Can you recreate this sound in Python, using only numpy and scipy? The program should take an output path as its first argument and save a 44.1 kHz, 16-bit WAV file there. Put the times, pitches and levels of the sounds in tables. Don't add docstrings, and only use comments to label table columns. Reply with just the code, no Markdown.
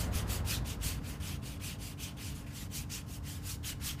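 import sys
import numpy as np
from scipy import signal
from scipy.fft import rfft, irfft, next_fast_len
from scipy.io import wavfile
from scipy.ndimage import uniform_filter1d, map_coordinates

SR = 44100
rng = np.random.default_rng(int(sys.argv[2]) if len(sys.argv) > 2 else 0)


def file_out(sig):
    cols = np.atleast_2d(sig).T
    lim = np.clip(cols, -1, 1)
    pcm = np.round(lim * 32767).astype(np.int16)
    wavfile.write(sys.argv[1], SR, pcm)


N = 176400
T = np.arange(N) / SR


def rubbing():
    # f/Hz, relative level/dB
    hiss = [(2500, -23), (4000, -3), (5000, -1.5), (6400, -1), (6900, -0.4), (7700, -1.5), (11000, -3.5),
            (13500, -5.5), (15500, -9)]
    rasp = [(1500, -29), (2250, -5), (2500, 0), (2900, -2), (3400, -1), (3800, -5.5), (4250, -8),
            (4550, -4.5), (6500, -15.5)]
    scrape = [(400, -42), (800, -10.5), (1200, -2.5), (1500, -1.5), (2100, 1.5), (2600, -14), (4000, -42)]
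    hiss_trim_db, rasp_trim_db, flutter_db = 0.52, -1, 0.7
    (hiss_gain, rasp_gain, scrape_gain), speed = stroke_motion()
    friction = amp(hiss_trim_db) * hiss_gain * coloured(patchy(grains(speed)), hiss)
    friction += amp(rasp_trim_db) * rasp_gain * coloured(patchy(grains(speed)), rasp)
    friction += scrape_gain * coloured(patchy(grains(speed)), scrape)
    ring = block_ring(speed, rasp_gain)
    pressure = amp(flutter_db * wobble(rate=90))
    return (friction + ring) * pressure


def stroke_motion():
    # start t/s, fastest t/s, end t/s, hiss, rasp and scrape level/dB (before the trims),
    # swell of the hiss from turn to mid-stroke/dB
    strokes = [(-0.04, 0.001, 0.12, -43.5, -49, -51.5, 39.7), (0.1, 0.161, 0.27, -41.5, -45.5, -53, 42),
               (0.249, 0.326, 0.43, -40.0, -45.6, -51, 38), (0.44, 0.514, 0.61, -37.5, -43, -51.4, 29),
               (0.642, 0.69, 0.77, -46.4, -48.5, -56.8, 18.7), (0.794, 0.855, 1.011, -39, -45.5, -51.5, 37),
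               (1.004, 1.095, 1.202, -50.5, -54, -57, 31), (1.196, 1.279, 1.383, -48, -49, -55.5, 13.5),
               (1.415, 1.47, 1.59, -51, -53.0, -61, 19), (1.591, 1.664, 1.777, -45.5, -47, -58.5, 26),
               (1.779, 1.852, 1.955, -49, -52, -62, 19), (1.968, 2.032, 2.14, -46, -47.5, -58, 30),
               (2.164, 2.25, 2.35, -49.5, -50.5, -59.5, 13.4), (2.329, 2.363, 2.465, -55, -58.5, -61, 20.3),
               (2.459, 2.459, 2.54, -60.4, -60, -62, 20), (2.5, 2.594, 2.683, -48.5, -52.5, -59.7, 21),
               (2.694, 2.769, 2.863, -42.5, -50, -59.5, 31.4),
               (2.889, 2.937, 3.034, -43, -47.5, -54.5, 26.5), (3.058, 3.146, 3.2, -51, -58, -63.5, 18.5),
               (3.221, 3.295, 3.436, -48.6, -55.5, -59.5, 27.4), (3.413, 3.507, 3.58, -43, -52, -58, 25.5),
               (3.625, 3.683, 3.75, -41, -45.5, -52, 23.5), (3.792, 3.869, 3.97, -38.5, -46, -51.8, 37),
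               (3.962, 4.022, 4.26, -54, -52.5, -58, 32.3)]
    swell_shares = np.array([[1], [0.68], [0.39]])
    release_s, stall_s, arch = 0.008, 0.019, 2.014
    power, speed = np.zeros((3, N)), np.zeros(N)
    for start, fastest, end, *peak_db, swell_db in strokes:
        on = (T > start) & (T < end)
        slowness = np.interp(T[on], [start, fastest, end], [1, 0, 1]) ** arch
        sliding = np.minimum((T[on] - start) / release_s, 1) * np.minimum((end - T[on]) / stall_s, 1)
        level_db = np.array(peak_db)[:, None] - swell_shares * swell_db * slowness
        power[:, on] += (amp(level_db) * sliding) ** 2
        speed[on] = np.maximum(speed[on], 1 - slowness)
    return np.sqrt(power), speed


def grains(speed, resting_per_s=6000, extra_per_s=24000, scatter_db=1.5):
    chance = np.clip((resting_per_s + extra_per_s * speed) / SR, 1e-3, 1)
    size = amp(scatter_db * rng.standard_normal(N)) * np.sign(rng.standard_normal(N))
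    return (rng.random(N) < chance) * size / np.sqrt(chance)


def patchy(x, depth_db=2.54):
    spectra = signal.stft(x, nperseg=256)[2]
    patches = uniform_filter1d(rng.standard_normal(spectra.shape), size=3, axis=0)
    patches = uniform_filter1d(patches, size=7, axis=1)
    return signal.istft(spectra * amp(depth_db * unit(patches)), nperseg=256)[1][:N]


def block_ring(speed, rasp_gain, level_db=-53.5, wander_hz=139.7):
    resonance = band(grains(speed), centre_hz=2830, width_hz=500)
    phase_drift = 2 * np.pi * np.cumsum(wander_hz * wobble(rate=14)) / SR
    ring = np.real(signal.hilbert(resonance) * np.exp(1j * phase_drift))
    swell = (rasp_gain / rasp_gain.max()) ** 0.68
    return amp(level_db) * swell * ring


def chatter():
    # middle t/s, half length/s, pitch f/Hz, width/Hz, level/dB
    bursts = [(0.526, 0.0078, 2530, 203, -43), (0.549, 0.015, 3780, 920, -40.5),
              (2.037, 0.01, 5960, 4000, -46), (2.903, .003, 5030, 5000, -52),
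              (2.94, 0.02, 5900, 3000, -44.5), (3.647, 0.0026, 3200, 1200, -43.5),
              (3.664, 0.0099, 6670, 450, -48), (3.723, .009, 2900, 220, -52),
              (3.896, 0.013, 3180, 700, -42)]
    sound = np.zeros(N)
    for middle, half_length, pitch_hz, width_hz, db in bursts:
        swell = np.exp(-0.5 * ((T - middle) / half_length) ** 2)
        sound += amp(db) * swell * band(rng.standard_normal(N), pitch_hz, width_hz)
    return sound


def bumps(pitch_hz=85, t60_s=0.077, attack_s=0.0013):
    # t/s, level/dB
    thuds = [(0.042, -32), (0.157, -19), (0.227, -28), (.568, -30), (0.86, -25), (3.473, -31.5),
             (3.645, -37), (3.728, -30.5), (3.816, -30.5), (3.909, -26)]
    sound = np.zeros(N)
    for start, db in thuds:
        age = np.maximum(T - start, 0)
        envelope = (1 - np.exp(-age / attack_s)) * np.exp(-np.log(1000) * age / t60_s)
        sound += amp(db) * envelope * np.sin(2 * np.pi * pitch_hz * age)
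    return sound


def room(x, level_db=-12):
    # f/Hz, T60/s
    decay_times = [(200, 1), (3000, 0.28), (12000, 0.19)]
    hz, t, spectra = signal.stft(rng.standard_normal(SR // 2), SR, nperseg=256)
    decay = np.exp(-np.log(1000) * t / along(decay_times, hz)[:, None])
    tail = signal.istft(spectra * decay, SR, nperseg=256)[1]
    return amp(level_db) * signal.fftconvolve(x, tail / np.linalg.norm(tail))[:N]


def traffic(engine_hz=54, engine_db=-40.5, nearest_s=0.48, spread_s=0.4):
    # t/s, rumble level/dB, wash level/dB
    fade = [(0, -36.5, -48), (.25, -36, -47), (.55, -39.5, -51), (1.1, -40.5, -56), (1.9, -44, -59),
            (2.8, -43, -60), (4, -44, -61)]
    # f/Hz, relative level/dB
    rumble = [(20, -11), (35, -24), (52, 1), (70, 0), (100, 1.5), (135, -6.5), (180, -7), (250, -11.5),
              (330, -27), (500, -27)]
    wash = [(150, -28), (330, 3), (470, 0.5), (650, 0), (1000, -2.5), (1600, -7), (2500, -21.5),
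            (5000, -25)]
    times, rumble_db, wash_db = np.transpose(fade)
    road = amp(np.interp(T, times, rumble_db)) * noise(rumble)
    road += amp(np.interp(T, times, wash_db)) * noise(wash)
    swell = 1 / (1 + ((T - nearest_s) / spread_s) ** 2)
    return road + amp(engine_db) * swell * tone(engine_hz)


def appliance():
    # f/Hz, level/dB
    partials = [(140.3, -54.5), (290, -57.5), (435, -70.5), (675.2, -77.5), (826.5, -73.5), (918, -76.5),
                (1062.5, -71.5)]
    return sum(amp(db) * tone(hz) for hz, db in partials)


def room_air(level_db=-70.5):
    # f/Hz, relative level/dB
    air = [(500, -11), (2000, -3.5), (5000, 0.5), (15000, -8)]
    return amp(level_db) * noise(air)


def amp(db):
    return 10 ** (np.asarray(db) / 20)


def unit(x):
    return x / np.sqrt(np.mean(x ** 2) + 1e-20)


def along(points, hz):
    freqs, values = np.transpose(points)
    return np.interp(np.log(hz + 1), np.log(freqs + 1), values)


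def wobble(rate):
    return map_coordinates(rng.standard_normal(int(N * rate / SR) + 4), [T * rate])


def filtered(x, response):
    size = next_fast_len(N + SR // 2)
    return irfft(rfft(x, size) * response(np.fft.rfftfreq(size, 1 / SR)), size)[:N]


def coloured(x, spectrum):
    closed = [(spectrum[0][0] / 2, -80), *spectrum, (spectrum[-1][0] * 2, -80)]
    return unit(filtered(x, lambda hz: amp(along(closed, hz))))


def band(x, centre_hz, width_hz):
    return unit(filtered(x, lambda hz: 1 / (1 + (2 * (hz - centre_hz) / width_hz) ** 4)))


def noise(spectrum):
    return coloured(rng.standard_normal(N), spectrum)


def tone(hz, drift_rad=0.26):
    return np.sqrt(2) * np.sin(2 * np.pi * hz * T + drift_rad * wobble(rate=5.09))


def scene():
    close = rubbing() + chatter() + bumps()
    mono = close + room(close) + traffic() + appliance() + room_air()
    return np.array([mono, mono])


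def record(dry):
    top_hz = 15500
    return np.array([filtered(channel, lambda hz: hz < top_hz) for channel in dry])


dry = scene()
out = record(dry)
file_out(out)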